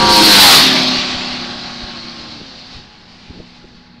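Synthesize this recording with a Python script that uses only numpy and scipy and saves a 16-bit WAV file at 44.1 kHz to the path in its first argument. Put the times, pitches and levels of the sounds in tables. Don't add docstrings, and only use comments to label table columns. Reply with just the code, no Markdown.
import sys
import numpy as np
from scipy import signal
from scipy.fft import rfft, irfft, next_fast_len
from scipy.io import wavfile
from scipy.ndimage import uniform_filter1d, map_coordinates

SR = 44100
rng = np.random.default_rng(int(sys.argv[2]) if len(sys.argv) > 2 else 0)


def file_out(sig):
    cols = np.atleast_2d(sig).T
    lim = np.clip(cols, -1, 1)
    pcm = np.round(lim * 32767).astype(np.int16)
    wavfile.write(sys.argv[1], SR, pcm)


N = 176400
TIME = np.arange(N) / SR


def amp(db):
    return 10 ** (np.asarray(db) / 20)


def unit(x):
    return x / np.sqrt(np.mean(x ** 2) + 1e-20)


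def gain_at(spectrum, hz):
    knots_hz, db = np.transpose(spectrum)
    return amp(np.interp(np.log(hz + 1), np.log(knots_hz + 1), db))


def curves(rows):
    times, *columns = np.transpose(rows)
    return [np.interp(TIME, times, column) for column in columns]


def wobble(rate):
    return map_coordinates(rng.standard_normal(8192), [TIME * rate], mode="wrap")


def filtered(x, response):
    size = next_fast_len(N + SR // 2)
    return irfft(rfft(x, size) * response(np.fft.rfftfreq(size, 1 / SR)), size)[:N]


def noise(spectrum, patchy_db=1.5):
    frames = signal.stft(rng.standard_normal(N), nperseg=1024)[2]
    patches = uniform_filter1d(rng.standard_normal(frames.shape), size=7, axis=0)
    patches = uniform_filter1d(patches, size=12, axis=1)
    white = signal.istft(frames * amp(patchy_db * unit(patches)), nperseg=1024)[1][:N]
    return unit(filtered(white, lambda hz: gain_at(spectrum, hz)))


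# frequency in Hz, relative level in dB.
RASP_SPECTRUM = [(60, -25), (200, 1.5), (450, -5), (800, -11), (1500, 8), (2600, -2), (3600, 6),
                 (4300, 1.5), (5000, -4), (6000, -10.5), (8000, -40)]

def rasp(cycles, cycle_hz, count=169, size=8192):
    phasors = rng.standard_normal(count) + 1j * rng.standard_normal(count)
    harmonics = gain_at(RASP_SPECTRUM, np.arange(1, count + 1) * cycle_hz) * phasors
    one_cycle = unit(irfft(np.append(0, harmonics), size))
    return np.interp(cycles % 1, np.arange(size) / size, one_cycle, period=1)


def ground_reflection(direct, pass_s, reflection=.75, lowest_notch_hz=470, abeam_s=.095):
    lag_s = .5 / lowest_notch_hz / np.hypot(1, (TIME - pass_s) / abeam_s)
    return (direct + reflection * np.interp(TIME - lag_s, TIME, direct)) / (1 + reflection)


def engine(path, orders, pass_s, rasp_coming_db, rasp_going_db, jitter, dulling_db=0, turn_s=.09):
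    cycle_hz, level_db = curves(path)
    cycles = np.cumsum(cycle_hz * (1 + jitter * wobble(120))) / SR
    going = .5 + .5 * np.tanh((TIME - pass_s) / turn_s)
    tone = np.zeros(N)
    for order, coming_db, going_db in orders:
        order_db = coming_db + (going_db - coming_db) * going + 1.86 * wobble(9)
        order_db -= dulling_db * order * np.maximum(TIME - pass_s, 0)
        tone += np.sqrt(2) * amp(order_db) * np.sin(2 * np.pi * (order * cycles + rng.random()))
    tone += amp(rasp_coming_db) * np.sqrt(1 - going) * rasp(cycles, cycle_hz[0])
    tone += amp(rasp_going_db) * np.sqrt(going) * rasp(cycles, cycle_hz[SR])
    flutter_db = 1.94 * wobble(27.92)
    throb = np.cos(2 * np.pi * 4 * cycles)
    return amp(level_db + flutter_db) * ground_reflection(tone, pass_s), throb


# time in seconds, Doppler-shifted cycle rate in Hz, level in dB.
LEAD_PATH = [(0, 51.01, -11), (.2, 48.57, 1), (.3, 45.91, 5.5), (.4, 41.95, 3.5), (.52, 38.83, -1),
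             (.63, 37.46, 0), (.85, 36.42, -5.5), (1.05, 35.99, -12), (1.4, 35.1, -17.5), (2, 33.96, -22),
             (2.3, 33.35, -23.5), (2.5, 32.46, -35), (4, 30, -41.5)]
SECOND_PATH = [(0, 52.92, -3.5), (.2, 52.39, 4.5), (.3, 51.95, 6), (.39, 49.85, 10), (.47, 45.48, 5),
               (.55, 40.87, 9.5), (.65, 39.5, -7), (1.2, 38.89, -23.5), (2.3, 37.76, -40), (4, 37.12, -53)]
THIRD_PATH = [(0, 61.08, -14), (.42, 60, -10), (.53, 55.22, 4.5), (.6, 52.83, 6), (.65, 49.67, -17),
              (.72, 48.28, -1.5), (.95, 46.3, -11.5), (1.2, 45.32, -15.5), (1.6, 45.62, -17),
              (2.2, 45.85, -28), (2.7, 45.93, -31.5), (3, 46.53, -35), (4, 46.1, -44)]
# multiple of the cycle rate, relative level in dB coming, relative level in dB going.
LEAD_PARTIALS = [(4, -36, -33), (5, -37, -32.5), (6, -22.5, -25), (7, -13, -17), (8, -25.5, -27.5),
                 (10, -29, -25), (16, -32.5, -30.5), (20, -28, -30), (26, -58, -33), (32, -32.5, -24.5),
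                 (52.9, -26.5, -37)]
SECOND_PARTIALS = [(4, -25, -26.5), (6, -23, -31), (8, -28.5, -25.5), (10, -22, -31.5), (14, -21.5, -28),
                   (16, -23, -22.5), (18, -11.5, -23), (20, -22, -25), (22, -17, -33), (26, -28.5, -26.5),
                   (28.1, -38.5, -21), (30, -23.5, -22), (80.7, -18.5, -39)]
THIRD_PARTIALS = [(4, -27, -26), (8, -52, -27.5), (13, -36.5, -31.5), (16, -29, -26.5), (18, -40, -27.5),
                  (20, -15.5, -32), (22, -15.5, -44.5), (23, -16, -43), (24, -32, -38), (28, -24, -35),
                  (89.6, -36, -25), (98, -28, -23), (105, -26, -26)]

def passing_bikes():
    engines, throbs = zip(
        engine(LEAD_PATH, LEAD_PARTIALS, pass_s=.31,
               rasp_coming_db=-16, rasp_going_db=-19.5, jitter=.003, dulling_db=.05),
        engine(SECOND_PATH, SECOND_PARTIALS, pass_s=.5,
               rasp_coming_db=-15.5, rasp_going_db=-13.5, jitter=.0012),
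        engine(THIRD_PATH, THIRD_PARTIALS, pass_s=.59,
               rasp_coming_db=-7, rasp_going_db=-19.5, jitter=.00208))
    return sum(engines), np.mean(throbs, axis=0)


# time in seconds, roar level in dB, hiss level in dB.
RUSH_LEVELS = [(0, -16.5, -22.5), (.13, -15, -8.5), (.3, -8, -4), (.42, 2, 1.5), (.55, -1.5, -0.5),
               (.62, -11, -7), (.68, -12, -15.5), (.9, -19.5, -19.5), (1.15, -21.5, -29),
               (1.25, -25.5, -27), (1.8, -35, -34), (2.2, -37, -35), (2.47, -41.5, -38),
               (2.75, -39.5, -40.5), (2.9, -48.5, -50), (3.25, -45, -48), (3.57, -47, -49.5),
               (4, -58.5, -54.5)]
# frequency in Hz, relative spectral density in dB.
ROAR_SPECTRUM = [(60, -31), (250, 0), (470, -5), (750, 1.5), (1150, -1), (1500, -2.5), (2600, 4), (3600, 4),
                 (5000, 0.5), (6300, -11), (9000, -26.5), (15000, -85)]
HISS_SPECTRUM = [(1500, -36), (3000, -22), (3800, -1.5), (4350, 3), (4800, -1.5), (5400, -9), (6300, -18.5),
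                 (8000, -45.5), (15000, -91.5)]

def rush(throb, depth=.13):
    roar_db, hiss_db = curves(RUSH_LEVELS)
    roar = amp(roar_db + 1.07 * wobble(25)) * noise(ROAR_SPECTRUM)
    hiss = amp(hiss_db + 1.07 * wobble(30)) * noise(HISS_SPECTRUM)
    return (roar + hiss) * (1 + depth * throb)


# time in seconds, level in dB.
WIND_LEVELS = [(0, -22.5), (.4, -24), (.7, -37.5), (1.3, -40.5), (2, -42.5), (2.7, -46.5), (3.1, -47),
               (4, -47)]
# frequency in Hz, relative spectral density in dB.
WIND_SPECTRUM = [(20, 0.5), (50, -3), (110, 2.5), (250, -4), (500, -12), (1000, -37), (3000, -55.5)]
# centre in seconds, level in dB, Gaussian width in seconds, upper edge in Hz.
WIND_BUMPS = [(0.987, -32, .01, 110), (1.332, -37.5, .014, 119.6), (1.16, -31, 0.013, 172),
              (1.837, -27, 0.0083, 70.5), (2.414, -31.5, 0.01, 455), (2.772, -34, 0.017, 147.1),
              (3.307, -25.5, 0.0043, 280), (3.381, -36, 0.034, 433), (3.404, -28.5, 0.0035, 524),
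              (3.646, -36, 0.0067, 383)]

def wind():
    level_db, = curves(WIND_LEVELS)
    sound = amp(level_db + .5 * wobble(9.5)) * noise(WIND_SPECTRUM)
    for centre_s, db, width_s, edge_hz in WIND_BUMPS:
        swell = np.exp(-.5 * ((TIME - centre_s) / width_s) ** 2)
        puff = filtered(swell * rng.standard_normal(N), lambda hz: 1 / (1 + (hz / edge_hz) ** 4.18))
        sound += amp(db) * puff * np.linalg.norm(swell) / np.linalg.norm(puff)
    return sound


# frequency in Hz, relative spectral density in dB.
AIR_SPECTRUM = [(30, 16.5), (120, 2), (260, -6.5), (450, -1.5), (800, 3.5), (2000, 5.5), (4300, -16),
                (6500, -42), (15000, -51)]

def open_air(level_db=-51.5):
    return amp(level_db) * noise(AIR_SPECTRUM)


# time in seconds, firing rate in Hz, level in dB.
BLIP_PATH = [(2.08, 245.8, -75), (2.19, 289.6, -45), (2.28, 315, -45), (2.36, 296.8, -43), (2.46, 266, -46),
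             (2.56, 256, -49), (2.86, 250.1, -53), (2.98, 248, -78)]
# multiple of the firing rate, relative level in dB.
BLIP_PARTIALS = [(.5, -6.5), (1, 0.5), (1.5, -13), (2, -9.5)]

def throttle_blip():
    firing_hz, level_db = curves(BLIP_PATH)
    phase = 2 * np.pi * np.cumsum(firing_hz * (1 + .008 * wobble(55))) / SR
    return sum(np.sqrt(2) * amp(level_db + db + 2 * wobble(23)) * np.sin(order * phase)
               for order, db in BLIP_PARTIALS)


# start in seconds, frequency in Hz, level in dB,
# pitch wander as a fraction, flutter in dB.
FAR_DRONES = [(2.85, 175, -51, .015, 2.5), (3.05, 243, -48, .02, 2.5), (2.6, 839, -57, .002, 1.2)]

def far_bikes(rise_s=.15):
    sound = np.zeros(N)
    for start_s, hz, db, wander, flutter_db in FAR_DRONES:
        phase = 2 * np.pi * np.cumsum(hz * (1 + wander * wobble(16))) / SR
        fade_in = np.clip((TIME - start_s) / rise_s, 0, 1)
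        sound += fade_in * amp(db + flutter_db * wobble(15)) * np.sqrt(2) * np.sin(phase)
    return sound


def scene():
    engines, throb = passing_bikes()
    return (engines + rush(throb) + wind() + open_air() + throttle_blip() + far_bikes())[None]


def record(dry, ceiling=.67, hardness=3.3, cutoff_hz=15700):
    clipped = dry[0] / (1 + np.abs(dry[0] / ceiling) ** hardness) ** (1 / hardness)
    band_limited = filtered(clipped, lambda hz: 1 / (1 + (hz / cutoff_hz) ** 300))
    return np.tile(band_limited, (2, 1))


dry = scene()
out = record(dry)
file_out(out)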